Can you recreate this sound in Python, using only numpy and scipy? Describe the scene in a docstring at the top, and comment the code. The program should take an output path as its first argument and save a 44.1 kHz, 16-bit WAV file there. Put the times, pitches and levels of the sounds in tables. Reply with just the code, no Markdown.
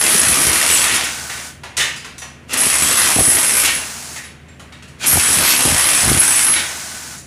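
"""In a bare, echoing room an electric demolition hammer chisels render off a concrete wall in three runs.
Blows gate coloured noise (mortar, splinters, steel) and excite the modes of wall and chisel.
Between runs fan and gear noise fades as the motor coasts, the bit knocks and clinks, and grit crumbles.
Lumps of low noise are puffs of air on the microphone, over a faint rumble and a wavering drone."""
import sys
import numpy as np
from scipy import signal
from scipy.fft import rfft, irfft
from scipy.io import wavfile
from scipy.ndimage import uniform_filter1d

SR = 44100
rng = np.random.default_rng(int(sys.argv[2]) if len(sys.argv) > 2 else 0)


def store_pcm(level_fs):
    """Save levels as 16-bit WAV."""
    pcm = np.round(np.clip(level_fs, -1, 1) * 32767).astype(np.int16)
    wavfile.write(sys.argv[1], SR, np.atleast_2d(pcm).T)


N = 320166
TIME = np.arange(N) / SR

# Levels in the tables are relative: the functions add their own trims.
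# Runs of the hammer. Each row: motor start, bit seating, bit lift, end of crushing and fan stall
# in seconds, levels of mortar, steel and fan in dB, gears against the fan in dB.
RUNS = [(-0.2, -0.1, 0.865, 0.98, 1.475, -18.5, -17.5, -25, -11),
        (2.469, 2.567, 3.635, 3.644, 4.19, -20, -18, -25.5, -28),
        (4.977, 5.062, 6.445, 6.52, 7.15, -19.5, -17.5, -24, -13.5)]
# Spectrum of the steel clatter. Each row: frequency in Hz, density in dB per Hz.
STEEL_SPECTRUM = [(5500, -2), (7400, -2), (8300, 2), (10000, 6.5), (11000, -3), (11500, 0), (12000, -7),
                  (13000, -33), (14300, -30), (15200, -17), (15500, -16)]
# Broad wall resonances. Each row: frequency in Hz, level in dB, T60 in seconds.
WALL_MODES = [(1567, -23, 0.026), (1888, -16, 0.029), (2180, -16.5, 0.011), (2690, -16.5, 0.0058),
              (3500, -24, 0.004)]
SPIN_UP_S = 0.071


def hammer(mortar_db=0.24, splinter_db=-5, steel_db=0.9, modes_db=3.0, wall_db=-2,
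           crush_s=0.0029, splinter_s=0.0036, clatter_s=0.004, chatter_s=0.038):
    """Every blow crushes and splinters mortar, stirs the wall, rattles the tool holder, rings the chisel."""
    # Crushed mortar. Each row: frequency in Hz, density in dB per Hz.
    mortar_spectrum = [(50, -14), (75, 4), (110, -8.5), (190, -7.5), (320, -2), (440, -7.5), (700, -7.5),
                       (1100, -3.5), (1550, -2), (2400, -1), (3300, -4.5), (5200, -13), (7300, -12),
                       (9500, -23)]
    # Splintering aggregate. Each row: frequency in Hz, density in dB per Hz.
    splinter_spectrum = [(2800, -4), (3700, -2.5), (5500, -2.5), (7200, -5.5)]
    # Chisel modes. Each row: frequency in Hz, level in dB, T60 in seconds.
    chisel_modes = [(5248, -27, .04), (5889, -26, .04), (7885, -14, .04), (9142, -14, .06),
                    (10700, -8, .012), (11420, -13, .02), (13495, -26, .035)]

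    blows = striker()
    crushing, splintering, contact, sung = efforts()

    crush = noise(mortar_spectrum, grain_db=6.0) * die_away(blows, crush_s)
    crush = shifting(room(crush, wet_db=4.0))
    # which wall resonances answer changes as the bit creeps along
    wall = 0
    for hz, db, t60_s in WALL_MODES:
        mode = rms_one(ring(blows * rng.standard_normal(N), hz, t60_s))
        wall += from_db(db + 3.5 * drift(8.3)) * mode
    mortar = steady(rms_one(crush) + from_db(wall_db) * wall)

    clatter = noise(STEEL_SPECTRUM, grain_db=7.5) * die_away(blows, clatter_s)
    clatter = steady(room(clatter, wet_db=0.5), window_s=0.046)
    splinters = noise(splinter_spectrum, grain_db=6.5) * die_away(blows, splinter_s)
    splinters = steady(room(splinters, wet_db=-0.5), window_s=0.059)

    chatter = die_away(blows, chatter_s)
    modes = 0
    for hz, db, t60_s in chisel_modes:
        mode = steady(ring(chatter * rng.standard_normal(N), hz, t60_s), window_s=0.08)
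        modes += from_db(db + 4.4 * drift(8)) * mode

    return (crushing * from_db(mortar_db) * mortar
            + splintering * from_db(splinter_db) * splinters
            + contact * (from_db(steel_db) * clatter + from_db(modes_db) * modes)
            + chisel_tone(blows, crushing, contact, sung))


def striker(blows_per_s=67, unevenness_db=3.5, bounce=0.14, speed_wander=0.1):
    """One click per piston stroke; the bit bounces, so timing and strength vary about the mean."""
    rate = blows_per_s * (1 + bounce * drift(60) + speed_wander * drift(5))
    strokes = np.floor(np.cumsum(rate) / SR)
    strength = from_db(unevenness_db * np.clip(rng.standard_normal(N), -2, 2))
    return np.abs(np.diff(strokes, prepend=0)) * strength


def efforts(tone_db=1.0, sway_db=1.03, seating_s=0.008, usual_ringing_db=-21,
            dig_mortar=0.3, dig_splinters=0.92, dig_steel=0.15,
            mortar_fall_db_per_s=110, steel_fall_db_per_s=146, tone_fall_db_per_s=170):
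    """Gains of crushing, splintering, steel contact and chisel tone; a bit that digs in rings less.

    The dig_ settings are dB gained (steel: lost) per dB of ringing below usual.
    """
    # Main chisel tone, one table per run. Each row: time in seconds, level in dB.
    ringing_tables = [
        [(0.02, -20.5), (0.15, -22), (0.42, -19), (0.68, -24), (0.79, -22.5), (0.93, -22)],
        [(2.59, -18), (2.82, -20.5), (3.07, -28.5), (3.17, -15.5), (3.31, -15.5), (3.38, -21), (3.5, -13.5),
         (3.68, -27), (3.79, -26)],
        [(5.08, -17.5), (5.38, -20.5), (5.52, -33), (5.59, -19.5), (5.93, -24), (6.3, -17.5), (6.4, -18.5),
         (6.52, -11)],
    ]
    crushing, splintering, contact, sung = 0, 0, 0, 0
    for run, ringing in zip(RUNS, ringing_tables):
        start, seats, lifts, ends, _, mortar_db, steel_db, _, _ = run
        s, db = np.transpose(ringing)
        ringing_db = np.interp(TIME, s, db)
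        dig_db = (usual_ringing_db - ringing_db) * (TIME < ends)

        pounding = from_db(mortar_db) * gate(start, ends, SPIN_UP_S, mortar_fall_db_per_s)
        crushing += pounding * from_db(dig_mortar * dig_db)
        splintering += pounding * from_db(dig_splinters * dig_db)
        touching = gate(seats, lifts, seating_s, steel_fall_db_per_s)
        contact += from_db(steel_db - dig_steel * dig_db) * touching
        sung += from_db(ringing_db + tone_db) * gate(seats, s[-1], seating_s, tone_fall_db_per_s)
    return crushing, splintering, contact * from_db(sway_db * drift(20)), sung


def chisel_tone(blows, crushing, contact, sung, tone_hz=10612, throb_db=4.5, choke=0.15, jolt_rad=1.8):
    """The least damped mode: hard contact chokes it and jolts its phase; left alone it sings on purely."""
    free = sung * sung / (sung + choke * (contact + crushing) + 1e-9)
    force = np.minimum(contact / np.percentile(contact, 75), 1)
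    jolts = jolt_rad * np.cumsum((blows > 0) * force * rng.standard_normal(N))
    tone = np.sqrt(2) * np.sin(2 * np.pi * tone_hz * TIME + jolts)
    return free * tone * from_db(throb_db * force * drift(60))


def shifting(x, patchy_db=2.0, count=5):
    """Each spot of mortar breaks with its own colour: the bands swell and sink separately."""
    out, rest = 0, x
    for hz in np.geomspace(600, 7000, count):
        band = signal.sosfiltfilt(signal.butter(2, hz, fs=SR, output="sos"), rest)
        out = out + band * from_db(patchy_db * drift(30))
        rest = rest - band
    return out + rest


def bites(bite_db=-6, decay_s=0.013):
    """Bright cracks of steel on steel when the bit finds solid wall: decaying bursts of noise."""
    # Hard blows as the bit bites afresh. Each row: start in seconds, level in dB.
    bite_rows = [(0.9428, -7), (0.956, -8), (1.04, -11), (2.533, -6.5), (2.578, -11), (3.583, -12),
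                 (5.061, -8), (6.2474, -13), (6.3371, -8)]
    strength = sum(from_db(db + bite_db) * burst(s, decay_s) for s, db in bite_rows)
    return room(strength * noise(STEEL_SPECTRUM, grain_db=-6.0), wet_db=-7.0)


def coasting(fan_db=0.5, gear_hz=1505, gear_t60_s=0.06, coast_fall_db_per_s=14.5, stall_fall_db_per_s=168):
    """Fan rush and resonant gear rasp: they fade slowly as the motor coasts, then fast once it stalls."""
    # Cooling fan. Each row: frequency in Hz, density in dB per Hz.
    fan_spectrum = [(120, -45), (200, -5), (244, -9.5), (378, -11), (488, -10), (554, -14), (630, -3.5),
                    (1190, -4.5), (1540, -2), (1740, -2.5), (3240, -7.5), (6350, -1.5), (10400, -5),
                    (11800, -13.5), (15500, -18)]
    gears = rms_one(ring(rng.standard_normal(N), gear_hz, gear_t60_s))
    fan = from_db(fan_db) * noise(fan_spectrum, grain_db=4.0)
    out = 0
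    for start, _, _, ends, stalls, _, _, db, gears_db in RUNS:
        slowing = from_db(db - coast_fall_db_per_s * np.maximum(TIME - ends, 0))
        running = slowing * gate(start, stalls, SPIN_UP_S, stall_fall_db_per_s)
        out += running * (fan + from_db(gears_db) * gears)
    return out


def knocks(body_db=-5, wall_db=1, grit_db=-8, crack_db=-6, crack_s=0.0034, crumble_s=0.017):
    """A crack and a thud, then crumbling grit; the wall answers with its resonances."""
    # Bit and chunks on the wall. Each row: start in seconds, level in dB,
    # treble and thud against the body in dB.
    knock_rows = [(0.9434, -10.5, -1, -20), (1.041, -12, -1, -22), (1.2964, -17, -2, -14),
                  (1.3736, -22.5, -4, -15), (1.634, -22, -4, -6), (1.7674, -13.5, 10.5, -20),
                  (1.777, -11.5, 0, -24), (1.796, -8.5, -11, -20), (1.808, -17.5, 7.5, -22),
                  (1.9594, -31, 11, -17), (2.045, -22.5, -1, -10), (2.1796, -28, 9, -11),
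                  (2.218, -25, 2, -6.5), (3.6466, -5.5, 4.5, -31), (3.6764, -9, -8, -38),
                  (4.159, -21, 2, -14), (4.2385, -27.5, 1.5, -13), (4.483, -37.5, -5, -11),
                  (4.595, -32, 2, -0.5), (4.7223, -29, -6, -10), (4.8227, -30.5, -2, -12),
                  (4.88, -39, 6, -8), (6.561, -6.5, -7, -32), (6.579, -23.5, -18, -27),
                  (7.1793, -40.5, 21, -15)]
    # Chunks. Each row: frequency in Hz, density in dB per Hz.
    chunk_spectrum = [(150, -25), (400, -23), (750, -23), (1200, -10), (2000, 3), (2800, 2.5), (3900, -1.5),
                      (5000, -6.5), (7000, -9)]
    # Crumbling grit. Each row: frequency in Hz, density in dB per Hz.
    grit_spectrum = [(4000, -10), (5300, -8.5), (6500, -1.5), (8000, -6.5), (10500, -7), (12000, -19),
                     (15500, -26)]
    # Dull thud of a heavy chunk. Each row: frequency in Hz, density in dB per Hz.
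    thud_spectrum = [(400, -6.5), (800, -3.5), (1400, -1)]

    body, bright, heavy = np.zeros((3, N))
    for s, db, treble_db, thud_db in knock_rows:
        crumble = burst(s, crumble_s, rise_s=0.0036)
        hit = from_db(db) * (crumble + from_db(crack_db) * burst(s, crack_s))
        body += hit
        bright += hit * from_db(treble_db)
        heavy += hit * from_db(thud_db)

    drive = body * rng.standard_normal(N)
    wall = sum(from_db(db) * resonate(drive, hz, t60_s) for hz, db, t60_s in WALL_MODES)
    chunks = from_db(body_db) * body * noise(chunk_spectrum, grain_db=3.0)
    grit = from_db(grit_db) * bright * steady(noise(grit_spectrum, grain_db=10.0), window_s=0.0076)
    thud = heavy * noise(thud_spectrum)
    return room(chunks + from_db(wall_db) * wall + grit + thud, wet_db=1.5)


def clinks(rattle_rad=1.4):
    """After a knock the loose bit and the wall ring on: decaying sines with a randomly shaken phase."""
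    # Ringing notes of bit and wall. Each row: start in seconds, level in dB, frequency in Hz, T60 in seconds.
    clink_rows = [(1.805, -17.5, 1814, 0.39), (1.805, -15.5, 3600, .25), (1.96, -37, 4930, 0.57),
                  (2.18, -35, 5885, 0.36), (2.215, -35, 5885, 0.35), (4.16, -30, 1850, 0.38),
                  (4.16, -33, 2050, 0.42), (4.24, -35, 10880, 0.24), (4.485, -47, 7400, 0.33),
                  (6.26, -14, 9170, 0.59)]
    shake = rattle_rad * drift(300)
    notes = 0
    for s, db, hz, t60_s in clink_rows:
        envelope = burst(s, t60_s / np.log(1000), rise_s=0.003)
        notes += from_db(db) * envelope * np.sin(2 * np.pi * hz * TIME + shake)
    return notes


def puffs(low_db=1, uneven_db=2.0, jitter_s=0.0026, max_lumps=8,
          lump_gap_s=0.023, lump_rise_s=0.0039, lump_decay_s=0.0069):
    """Each gust is a string of uneven lumps of air that hit the microphone port directly, without echo."""
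    # Gusts. Each row: start and length in seconds, level in dB, upper bass against the whole in dB.
    gust_rows = [(0.144, .01, -9, -15), (0.269, .05, -14.5, -17), (0.444, 0.056, -15, -17.5),
                 (2.662, .01, -16, -18), (3.16, .06, -5.5, 1.5), (3.274, .01, -10.5, -11),
                 (5.13, 0.047, -7, 1.5), (5.367, .01, -15, -20), (5.65, 0.097, -7, -3),
                 (6.028, 0.16, -6, -6.5)]
    low, upper = np.zeros(N), np.zeros(N)
    for s, length_s, db, upper_db in gust_rows:
        for k, (late, strong) in enumerate(rng.standard_normal((max_lumps, 2))):
            if k * lump_gap_s < length_s:
                at = s + k * lump_gap_s + jitter_s * late * (k > 0)
                lump_db = db + uneven_db * strong
                low += from_db(lump_db) * burst(at, lump_decay_s, lump_rise_s)
                upper += from_db(lump_db + upper_db) * burst(at, lump_decay_s / 2, lump_rise_s)

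    low_noise = noise([(55, 2), (85, 8.5), (150, 1.5), (300, -6), (480, -12)])
    lumps = from_db(low_db) * low * steady(low_noise, window_s=0.0136)
    flutter = upper * noise([(300, -11), (700, 7), (1200, -9)])
    port = signal.butter(2, [50, 1300], "band", fs=SR, output="sos")
    return signal.sosfilt(port, lumps + flutter)


def background(rumble_db=-43.5, drone_db=-2.0, waver_rad=0.55):
    """Outdoor rumble (noise) and a drone (sines wavering in level and phase) come in through the window."""
    # Rumble. Each row: frequency in Hz, density in dB per Hz.
    rumble_spectrum = [(25, -9), (45, -6.5), (70, -3.5), (150, 0), (260, -5), (420, -9.5), (900, -17.5),
                       (1900, -15.5), (2800, -18.5), (4200, -32), (7500, -34), (10500, -34.5), (12500, -46),
                       (15000, -43)]
    # Drone partials. Each row: frequency in Hz, level in dB.
    drone_partials = [(76, -45.5), (135, -48), (242, -52)]
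    drone = 0
    for hz, db in drone_partials:
        partial = np.sqrt(2) * np.sin(2 * np.pi * hz * TIME + waver_rad * drift(11))
        drone += from_db(db + drift(8)) * partial
    return from_db(rumble_db) * noise(rumble_spectrum) + from_db(drone_db) * drone


def room(x, wet_db, room_t60_s=0.6, treble_t60_s=0.35, split_hz=4500, count=3):
    """Direct sound plus the dense echo of bare walls; the echo pattern shifts as the worker moves."""
    t, echo = TIME[:SR // 2], 0
    low_pass = signal.butter(2, split_hz, fs=SR, output="sos")
    high_pass = signal.butter(2, split_hz, "high", fs=SR, output="sos")
    shares = np.array([drift(14) for _ in range(count)])
    for share in shares / np.linalg.norm(shares, axis=0):
        low = signal.sosfilt(low_pass, rng.standard_normal(len(t)))
        high = signal.sosfilt(high_pass, rng.standard_normal(len(t)))
        tail = low * from_db(-60 * t / room_t60_s) + high * from_db(-60 * t / treble_t60_s)
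        tail *= t > 0.003  # gap before the first echo, s
        echo += share * signal.fftconvolve(x, tail / np.linalg.norm(tail))[:N]
    return (x + from_db(wet_db) * echo) / np.hypot(1, from_db(wet_db))


def noise(spectrum, grain_db=0):
    """Noise of the given colour and rms 1; a random level per sample, of spread grain_db, makes it gritty."""
    hz, db = np.transpose(spectrum)
    octave = np.log2(np.maximum(np.fft.rfftfreq(N, 1 / SR), 1))
    below = np.maximum(np.log2(hz[0]) - octave, 0)
    above = np.maximum(octave - np.log2(hz[-1]), 0)
    # 24 dB per octave outside the table
    gain = from_db(np.interp(octave, np.log2(hz), db) - 24 * (below + above))
    grains = rng.standard_normal(N) * from_db(grain_db * rng.standard_normal(N))
    return rms_one(irfft(rfft(grains) * gain, N))


def ring(x, hz, t60_s):
    """One mode, a two-pole resonator: a unit click sets a decaying sine of initial height 1 ringing."""
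    r, w = from_db(-60 / (t60_s * SR)), 2 * np.pi * hz / SR
    return signal.lfilter([0, np.sin(w)], [1, -2 * r * np.cos(w), r * r], x + 1e-18)


def resonate(x, hz, t60_s):
    """A mode that keeps the power of the white noise driving it."""
    return ring(x, hz, t60_s) * np.sqrt(4 * np.log(1000) / (t60_s * SR))


def die_away(clicks, decay_s):
    """Each click starts an exponential envelope."""
    return signal.lfilter([1], [1, -np.exp(-1 / (decay_s * SR))], clicks + 1e-18)


def burst(s, decay_s, rise_s=0.00059):
    """Envelope of a single hit at time s: exponential rise and decay, at most half a second long."""
    out, start = np.zeros(N), int(s * SR)
    t = TIME[:min(SR // 2, N - start)]
    out[start:start + len(t)] = np.exp(-t / decay_s) * (1 - np.exp(-t / rise_s))
    return out


def gate(start, stop, rise_s, fall_db_per_s):
    """Envelope that swells from start, holds, and falls evenly in dB after stop."""
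    swell = np.clip((TIME - start) / rise_s, 0, 1) ** 2
    return swell * from_db(-fall_db_per_s * np.maximum(TIME - stop, 0))


def steady(x, window_s=0.097):
    """Keep the fine texture but hold the running rms at 1."""
    power = uniform_filter1d(x * x, max(int(window_s * SR), 1))
    return x / np.sqrt(np.maximum(power, 1e-12))


def drift(rate_hz):
    """Slow random wander of rms 1: straight lines between rate_hz random knots per second."""
    knots = rng.standard_normal(int(rate_hz * N / SR) + 2)
    return rms_one(np.interp(TIME * rate_hz, np.arange(len(knots)), knots))


def rms_one(x):
    """Scale to unit rms."""
    return x / np.sqrt(np.mean(x ** 2) + 1e-20)


def from_db(db):
    """Decibels to amplitude gain."""
    return 10 ** (np.asarray(db) / 20)


def scene():
    """All sources at one microphone, the same in both channels."""
    mono = hammer() + bites() + coasting() + knocks() + clinks() + puffs() + background()
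    return np.array([mono, mono])


def record(dry, ceiling=0.68, bass_hz=45, cutoff_hz=15480):
    """The small microphone loses the deepest bass, peaks are rounded and the top is cut."""
    thin = signal.sosfilt(signal.butter(2, bass_hz, "high", fs=SR, output="sos"), dry)
    rounded = ceiling * np.tanh(thin / ceiling)
    return signal.sosfilt(signal.ellip(12, 0.1, 90, cutoff_hz, fs=SR, output="sos"), rounded)


dry = scene()
out = record(dry)
store_pcm(out)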